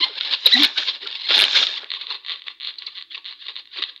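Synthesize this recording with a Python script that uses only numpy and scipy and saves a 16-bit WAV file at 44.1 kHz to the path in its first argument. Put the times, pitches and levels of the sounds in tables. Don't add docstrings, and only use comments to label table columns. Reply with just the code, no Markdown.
import sys
import numpy as np
from scipy import signal
from scipy.fft import rfft, irfft
from scipy.io import wavfile
from scipy.ndimage import uniform_filter1d

SR = 44100
rng = np.random.default_rng(int(sys.argv[2]) if len(sys.argv) > 2 else 0)


def put_to_file(sound):
    columns = np.atleast_2d(sound).T
    safe = np.clip(columns, -1, 1)
    whole_steps = np.round(safe * 32767)
    wavfile.write(sys.argv[1], SR, whole_steps.astype(np.int16))


N = 176400
T = np.arange(N) / SR


def from_db(db):
    return 10 ** (np.asarray(db) / 20)


def unit_rms(x):
    return x / np.sqrt(np.mean(x ** 2) + 1e-20)


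def wobble(hz):
    return np.interp(T * hz, np.arange(N // 8), rng.standard_normal(N // 8))


def envelope(s, db):
    gate = uniform_filter1d(1. * (T >= s[0]) * (T < s[-1]), size=130)
    return from_db(np.interp(T, s, db)) * gate


def response(spectrum, size=2048):
    hz, db = np.transpose(spectrum)
    log_hz = np.log(np.fft.rfftfreq(size, 1 / SR) + 1)
    log_gain = np.log(from_db(np.interp(log_hz, np.log(hz), db)))
    cepstrum = irfft(log_gain)[:size // 2]
    cepstrum[0] /= 2
    return irfft(np.exp(2 * rfft(cepstrum, size)))


def convolve(x, impulse):
    return signal.fftconvolve(x, impulse)[:N]


def highpass(x, hz):
    return signal.sosfilt(signal.butter(4, hz, "high", fs=SR, output="sos"), x)


# frequency in Hz, gain in dB.
FREE_SKIN = [(100, -65), (200, -40), (380, -22), (680, -31), (1100, -17.5), (1450, -19.5), (1950, -14),
             (2400, -10), (3000, -6.5), (3600, 0.5), (4150, -2.5), (4600, -10), (5200, -18), (5900, -36),
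             (7500, -47), (16000, -75.5)]
HOLLOW_SPECTRUM = [(80, -33), (180, -20.5), (300, 0.5), (480, 0.5), (700, -3), (1100, -2.5), (1700, 3.5),
                   (2400, -5), (3500, -15), (6000, -32.5), (16000, -68.5)]
FIZZ_SPECTRUM = [(1000, -51.5), (4000, 1.5), (5200, 7.5), (6200, -1), (7100, -7), (8300, -34), (10000, -40),
                 (16000, -44)]
# time in seconds, relative level in dB.
FIZZ_ENVELOPE = [(.3, -71.5), (.45, -52.5), (.53, -42.5), (.64, -36.5), (.72, -64), (0.782, -41.5),
                 (.89, -53), (1, -79.5), (1.262, -92.5), (1.361, -34), (1.48, -43), (1.58, -32),
                 (1.681, -45.5), (1.77, -58), (1.86, -84.5)]
# time in seconds, relative levels of rustle and hollow part in dB.
STROKES = [
    [(0, -31, -58), (.045, -20.5, -46), (.06, -34.5, -41.5), (.12, -41, -51), (.165, -35, -48),
     (.177, -31.5, -45.5), (.19, -26.5, -51.5)],
    [(.2, -32, -59.5), (.24, -30, -56), (.255, -27.5, -42), (.29, -31.5, -44), (.324, -21, -39),
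     (.338, -15.5, -39.5), (.347, -21, -47.5), (.37, -41, -52), (.41, -37, -65.5), (.45, -30, -55.5)],
    [(.45, -22.5, -44.5), (.469, -11.5, -37), (.482, -27.5, -67.5), (.5, -20.5, -53), (.52, -23, -64),
     (.55, -30, -38.5), (.572, -14.5, -45.5), (.585, -23.5, -39.5), (.645, -16, -35.5), (.67, -25.5, -41.5),
     (.7, -47, -42), (.745, -48, -54)],
    [(.745, -44.5, -62), (.768, -27.5, -67), (.781, -13, -33), (.805, -27, -36), (.83, -26.5, -57),
     (.85, -32.5, -48.5), (.87, -24, -64), (.895, -21.5, -41.5), (.92, -34, -55), (.965, -36, -50),
     (.985, -54.5, -52)],
    [(1, -47.5, -54.5), (1.03, -30, -48), (1.055, -33.5, -62), (1.075, -26.5, -43), (1.09, -35.5, -48.5),
     (1.14, -34, -73), (1.155, -27, -53), (1.18, -37.5, -67), (1.23, -31.5, -75), (1.265, -35, -82)],
    [(1.265, -31.5, -62), (1.288, -23.5, -43.5), (1.31, -22, -21.5), (1.335, -24.5, -39),
     (1.35, -16.5, -42), (1.385, -21, -25.5), (1.4, -26.5, -31.5), (1.415, -22, -25), (1.445, -20, -28),
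     (1.47, -25.5, -37)],
    [(1.47, -29, -35), (1.5, -27, -42.5), (1.54, -22, -39), (1.572, -18.5, -32.5), (1.59, -15, -36.5),
     (1.62, -23.5, -32), (1.632, -16.5, -30.5), (1.645, -26.5, -42.5), (1.665, -34, -53),
     (1.672, -25, -35.5), (1.69, -27, -42), (1.74, -27.5, -49), (1.785, -29, -55), (1.8, -44, -46),
     (1.825, -34, -43.5), (1.87, -87, -50)],
]
def sliding():
    bright, hollow = np.zeros(N), np.zeros(N)
    for stroke in STROKES:
        s, bright_db, hollow_db = np.transpose(stroke)
        bright += envelope(s, bright_db + 0.47)
        hollow += envelope(s, hollow_db + 1)
    fizz = from_db(2.5) * envelope(*np.transpose(FIZZ_ENVELOPE)) * friction(FIZZ_SPECTRUM)
    return bright * friction(FREE_SKIN) + hollow * friction(HOLLOW_SPECTRUM) + fizz


# frequency in Hz, gain in dB.
TIGHT_SKIN = [(100, -54.5), (400, -23), (650, -51), (1100, -21.5), (1550, -11), (1900, -7.5), (2400, -11),
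              (3000, -3), (3600, 4.5), (4200, 1), (4650, -6.5), (5100, -23), (6200, -38.5), (7500, -48),
              (16000, -85)]
TIGHT_HOLLOW = [(80, -41.5), (190, -34), (330, -5.5), (470, 1), (640, -10.5), (880, -6), (1120, 4.5),
                (1480, -8), (1950, -19.5), (2600, 8.5), (3500, -19), (6000, -34), (16000, -65.5)]
# peak time, rise and fall in seconds, relative bright and hollow levels in dB.
TWIST_RUBS = [(1.97, 0.092, 0.019, -28.5, -42), (2.014, 0.027, 0.077, -29, -43.5),
              (2.106, 0.018, 0.027, -20, -37.5), (2.149, 0.03, 0.029, -26.5, -37),
              (2.325, 0.06, 0.054, -25, -39.5), (2.472, 0.012, 0.022, -27, -43),
              (2.505, 0.014, 0.037, -33, -48.5), (2.685, .04, 0.056, -29.5, -44),
              (2.787, 0.013, 0.026, -41, -77), (2.826, 0.029, 0.039, -33, -52),
              (2.869, 0.0027, 0.019, -36.5, -51), (2.88, 0.014, 0.0078, -31, -40),
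              (2.981, 0.093, 0.052, -32.5, -54), (3.116, 0.012, 0.045, -31.5, -70),
              (3.152, 0.008, 0.022, -23.5, -53), (3.174, 0.0088, 0.032, -42, -43),
              (3.272, 0.025, 0.05, -31.5, -68), (3.307, 0.024, 0.044, -37, -47),
              (3.424, 0.05, 0.045, -34.5, -77), (3.465, 0.016, 0.014, -27.5, -50),
              (3.489, 0.011, 0.039, -26.5, -38.5), (3.596, 0.034, 0.028, -32, -49.5),
              (3.739, 0.037, 0.049, -32.5, -78), (3.786, 0.029, 0.03, -22.5, -34),
              (3.823, 0.0033, 0.014, -15, -31.5), (3.852, 0.014, 0.087, -36, -45.5),
              (3.896, 0.014, 0.013, -33.5, -75)]
def twisting(fade_db=16):
    bright, hollow = np.zeros(N), np.zeros(N)
    for s, rise, fall, bright_db, hollow_db in TWIST_RUBS:
        from_peak = np.maximum((s - T) / rise, (T - s) / fall)
        swell = from_db(-fade_db * np.minimum(from_peak, 10))
        bright += from_db(bright_db - 4) * swell
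        hollow += from_db(hollow_db - 0.5) * swell
    return bright * friction(TIGHT_SKIN) + hollow * friction(TIGHT_HOLLOW)


def friction(spectrum, slips_per_s=1800, spread_db=2.4, hiss_share=0.14, flutter_db=2, flutter_hz=128.7):
    sizes = from_db(spread_db * np.minimum(rng.exponential(1, N), 3)) * rng.choice([-1, 1], N)
    microslips = unit_rms(sizes * (rng.random(N) < slips_per_s / SR))
    rasp = finger_reflections(microslips + hiss_share * rng.standard_normal(N))
    flutter = from_db(flutter_db * wobble(flutter_hz))
    return unit_rms(convolve(rasp * flutter, response(spectrum)))


def finger_reflections(x, spacing_hz=796.7, wander_octaves=0.343, changes_per_s=45, reflection=0.48):
    lag = SR / (spacing_hz * 2 ** (wander_octaves * wobble(changes_per_s)))
    n = np.arange(N)
    return unit_rms(sum(reflection ** k * np.interp(n - k * lag, n, x) for k in range(4)))


# frequency in Hz, gain in dB.
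PINCHED_SKIN = [(220, -54), (400, -30), (650, -40.5), (1100, -17.5), (1480, -18.5), (1950, -8.5),
                (2400, -9), (3000, -4.5), (3600, 4.5), (4200, 1), (4650, -13.5), (5050, -34), (6200, -40.5),
                (7500, -47.5), (16000, -70.5)]
# time in seconds, relative level in dB.
SNAP_SLIPS = [(0.2099, -6.5), (0.249, -12.5), (.275, -12), (0.325, -7), (0.599, -9), (0.6238, 2), (.634, 3),
              (0.6445, -0.5), (0.6491, 0.5), (0.782, -2.5), (0.797, -15.5), (0.833, -12), (1.0732, -11.5),
              (1.1036, -20), (1.1131, -16), (1.1274, -14), (1.1435, -27), (1.1922, -22.5), (1.2895, -7),
              (1.2933, -5.5), (1.299, -8.5), (1.3054, -1.5), (1.311, -1.5), (1.339, -5), (1.3788, 2),
              (1.3909, 0.5), (1.4106, 2), (1.4822, -7), (1.5105, -7), (1.531, -9), (1.54, -11),
              (1.606, -14), (1.6683, -6), (1.844, -16), (1.904, -12), (1.917, -8), (1.938, -6),
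              (1.949, -12), (2.069, -15), (2.2486, -19), (2.2635, -15.5), (2.2955, -9), (2.301, -7.5),
              (2.307, -12), (2.3193, -10.5), (2.342, -21), (2.359, -19.5), (2.396, -27), (2.42, -20.5),
              (2.4405, -27), (2.469, -21), (2.4823, -6.5), (2.6323, -18.5), (2.6482, -13.5), (2.6724, -10),
              (2.6829, -23.5), (2.6916, -13.5), (2.706, -19), (2.74, -28), (2.757, -25), (2.784, -28),
              (2.822, -13.5), (3.009, -21), (3.013, -18), (3.0243, -15.5), (3.1476, -17.5), (3.178, -19.5),
              (3.2449, -23), (3.2542, -18), (3.2606, -17), (3.3256, -18), (3.334, -23.5), (3.426, -22),
              (3.468, -24.5), (3.4834, -14), (3.488, -21.5), (3.5565, -19), (3.5646, -14), (3.573, -18),
              (3.6557, -25.5), (3.674, -25), (3.753, -27), (3.772, -16), (3.81, -19), (3.838, -9),
              (3.9621, -23), (3.977, -31)]
def snaps_and_creaks(pinch_s=1.8):
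    snaps = np.array(SNAP_SLIPS) + [0, -3]
    s, db = np.vstack([snaps, creak_slips()]).T
    free = s < pinch_s
    on_free = slips(s[free], db[free], FREE_SKIN, ripple_s=0.0019, ripple_share=0.16)
    on_pinched = slips(s[~free], db[~free], PINCHED_SKIN, ripple_s=0.00078, ripple_share=0.14)
    return on_free + pinched_cavity(on_pinched)


# start and length in seconds, relative peak in dB, first and last slips per second.
CREAK_RUNS = [(1.3117, 0.021, -4, 248, 233), (1.3425, .031, -3.5, 168, 220), (1.414, .016, -2.5, 170, 250),
              (1.546, 0.034, -4, 187, 230), (1.923, 0.052, -18.5, 183, 263), (2.2714, .02, -15, 155, 190),
              (2.6004, .1, -19, 130, 280), (2.9573, 0.041, -21, 163, 218), (3.267, 0.048, -23.5, 200, 230),
              (3.578, 0.022, -25.5, 178, 250)]
def creak_slips(jitter=0.062, spread_db=1.5, swell_db=4):
    rows = []
    for start, length, peak_db, first_rate, last_rate in CREAK_RUNS:
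        progress = 0
        for lateness, strength in rng.standard_normal(size=(40, 2)):
            if progress <= 1:
                db = peak_db - 2.5 + spread_db * strength - swell_db * (2 * progress - 1) ** 2
                rows.append((start + progress * length, db))
                rate = first_rate + (last_rate - first_rate) * progress
                progress += np.exp(jitter * lateness) / (length * rate)
    return np.array(rows)


def slips(s, db, spectrum, ripple_s, ripple_share):
    kicks, skin = np.zeros(N), response(spectrum)
    np.add.at(kicks, np.clip(np.asarray(s) * SR, 0, N - 1).astype(int), from_db(db))
    ripple = signal.lfilter([0, 1], [1, -np.exp(-1 / (ripple_s * SR))], kicks + 1e-18)
    force = kicks + ripple_share * ripple * rng.standard_normal(N)
    return convolve(force, skin / np.abs(skin).max())


# time in seconds, pitch in Hz, relative levels of harmonics and added fundamental in dB.
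RASPY_CURVE = [(.003, 1087, -25.5, -35), (.022, 981, -17.5, -32), (.033, 1051, -11.5, -24),
               (.043, 1062, -10, -20), (.05, 960, -45, -39), (.06, 780, -51.5, -40.5)]
CHIRP_CURVES = [
    [(.4565, 3990, -34.5, -52), (.4595, 3910, 1.5, -27), (.4645, 3876, -1, -48.5),
     (.4665, 3950, -6.5, -44.5), (.478, 3400, -38, -61)],
    [(.511, 1580, -23.5, -37.5), (.521, 1757, -11, -25.5), (.528, 1984, -9.5, -18),
     (.535, 1956, -4.5, -19.5), (.545, 1975, -8.5, -20), (.558, 1920, -17, -9)],
    [(1.236, 2030, -32, -54), (1.25, 2090, -24.5, -53), (1.26, 2180, -24, -54), (1.268, 2150, -43, -59)],
]
def squeal(curve, jitter, flutter_db, harmonics):
    s, hz, db, fundamental_db = np.transpose(curve)
    pitch = np.interp(T, s, hz) * (1 + jitter * wobble(700))
    phase = 2 * np.pi * np.cumsum(pitch) / SR
    cycle = sum(np.cos(k * phase) for k in range(1, harmonics + 1))
    cycle *= from_db(flutter_db * wobble(543.7))
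    cycle += from_db(-2) * np.cos(3 * phase) * wobble(900)
    fundamental = envelope(s, fundamental_db) * np.sin(phase)
    return convolve(cycle * envelope(s, db), response(FREE_SKIN)) + fundamental


# time in seconds, pitch in Hz, relative slip and fundamental levels in dB.
GROAN_CURVES = [
    [(.095, 500, -52, -41), (.11, 430, -35, -41.5), (.13, 374, -51, -58)],
    [(.463, 545, -8, -27), (.47, 505.3, -5.5, -27), (.477, 452.5, -10, -34), (.49, 363, -39, -43)],
    [(.538, 234.7, -53, -44), (.555, 247, -25, -26.5), (.575, 247, -9, -26.5), (.585, 263.3, -14.5, -28),
     (.6, 292, -14, -19), (.617, 292, -18, -19), (.63, 287, -12, -23), (.648, 270, -9, -34),
     (.66, 262, -7, -38)],
]
def groan(curve, jitter=0.03, spread_db=2.2):
    s, hz, db, fundamental_db = np.transpose(curve)
    pitch = np.interp(T, s, hz) * (1 + jitter * wobble(250))
    cycles = np.cumsum(pitch) / SR
    slipping = (np.diff(np.floor(cycles), prepend=0) > 0) & (T > s[0]) & (T < s[-1])
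    slip_db = np.interp(T, s, db) - 1.5 + spread_db * rng.standard_normal(N)
    pulses = slips(T[slipping], slip_db[slipping], FREE_SKIN, ripple_s=0.00084, ripple_share=0.2)
    return pulses + envelope(s, fundamental_db) * np.sin(2 * np.pi * cycles)


# peak time and half length in seconds, pitch in Hz, glide in octaves per second,
# bandwidth in Hz, relative level in dB.
SQUAWK_BURSTS = [(.012, 0.0064, 330, -6, 89, -40), (0.212, 0.0059, 1520, 6, 257, -38),
                 (0.218, 0.013, 2145, -1.5, 116.5, -42.5), (0.775, 0.0119, 1560, 13.5, 293.7, -31.5),
                 (0.829, .008, 1625, -1.5, 296, -31), (0.061, .007, 823, -9.5, 121.5, -38.5),
                 (0.571, 0.0088, 734, 0.5, 112.4, -29.5), (1.05, 0.018, 396, -3, 100.2, -45),
                 (1.065, .008, 1360, -10, 248.8, -36), (1.354, .009, 3420, 1, 500, -18.5),
                 (1.357, .013, 761, 2.5, 90.6, -34), (1.396, .0018, 3010, -5, 1306, -15),
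                 (1.402, .0018, 2966, -7.5, 1304, -9.5), (1.429, .011, 1540, -5, 200, -31.5),
                 (1.441, .002, 3120, -1.5, 1201, -7), (1.555, .013, 1600, 3, 204.3, -27),
                 (1.571, 0.009, 2230, 10.5, 300, -20.5), (1.57, .009, 3559, -3.5, 702.4, -19),
                 (1.631, .0035, 3300, 0.5, 450, -14), (2.02, 0.011, 3684, 7.5, 399, -32.5),
                 (2.114, 0.014, 1050, -24, 250.8, -40), (2.789, .004, 4190, -1, 450.6, -27.5),
                 (2.87, .005, 4100, -19.5, 611, -28), (2.878, .008, 2250, -3.5, 300, -39),
                 (3.116, .011, 3400, 0, 501, -37.5), (3.15, 0.0058, 2695, -3.5, 500.3, -31),
                 (3.799, 0.01, 359, -7, 79.6, -42.5)]
def squawks():
    out = np.zeros(N)
    for s, half, hz, glide, width_hz, db in SQUAWK_BURSTS:
        near = np.abs(T - s) < 3 * half
        t = T[near] - s
        phase = 2 * np.pi * np.cumsum(hz * 2 ** (glide * t)) / SR
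        tone = wobble(1.7 * width_hz)[near] * np.cos(phase)
        tone += wobble(1.2 * width_hz)[near] * np.sin(phase)
        out[near] += from_db(db + 1) * unit_rms(tone) * np.exp(-(t / half) ** 2)
    return out


# frequency in Hz, quality factor, gain in dB.
AIR_MODES = [(426, 8, -12.5), (1153, 10, -3), (1977, 19, -4.5), (2860, 14, -14.5)]
# frequency in Hz, quality factor.
MODE_GAPS = [(660, 2.8), (1500, 6.2)]
def pinched_cavity(x, gap_depth=0.26):
    x = x + sum(from_db(db) * signal.lfilter(*signal.iirpeak(hz, q, fs=SR), x) for hz, q, db in AIR_MODES)
    for hz, q in MODE_GAPS:
        x = x - gap_depth * signal.lfilter(*signal.iirpeak(hz, q, fs=SR), x)
    return highpass(x, hz=260)


def reverberation(x, t60_s, delay_s):
    t = T[:SR]
    tail = rng.standard_normal(SR) * from_db(-60 * t / t60_s) * (t > delay_s)
    return convolve(x, tail / np.linalg.norm(tail))


# frequency in Hz, relative spectral density in dB.
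ROOM_SPECTRUM = [(25, -98), (70, -102), (105, -94.5), (160, -112), (320, -84.5), (640, -112), (1100, -98.5),
                 (2000, -97), (3700, -85), (5500, -108), (8000, -114), (16000, -115)]
def room_noise(level_db=-63):
    return from_db(level_db) * unit_rms(convolve(rng.standard_normal(N), response(ROOM_SPECTRUM)))


def scene():
    balloon = sliding() + pinched_cavity(twisting()) + squawks() + snaps_and_creaks()
    balloon += sum(groan(curve) for curve in GROAN_CURVES)
    balloon += from_db(-13) * reverberation(balloon, t60_s=0.05, delay_s=0.0013)
    balloon += squeal(RASPY_CURVE, jitter=0.018, flutter_db=-1, harmonics=4)
    balloon += sum(squeal(curve, jitter=0.028, flutter_db=2.4, harmonics=3) for curve in CHIRP_CURVES)
    background = room_noise()
    room = from_db(-14) * reverberation(highpass(balloon, hz=400), t60_s=0.37, delay_s=0.0053)
    return (balloon + room + background)[None]


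def record(dry):
    ceiling, knee, cutoff_hz = 0.72, 17.6, 15900
    clipped = dry / (1 + np.abs(dry / ceiling) ** knee) ** (1 / knee)
    return signal.fftconvolve(clipped, signal.firwin(201, cutoff_hz, fs=SR)[None], "same")


dry = scene()
out = record(dry)
put_to_file(out)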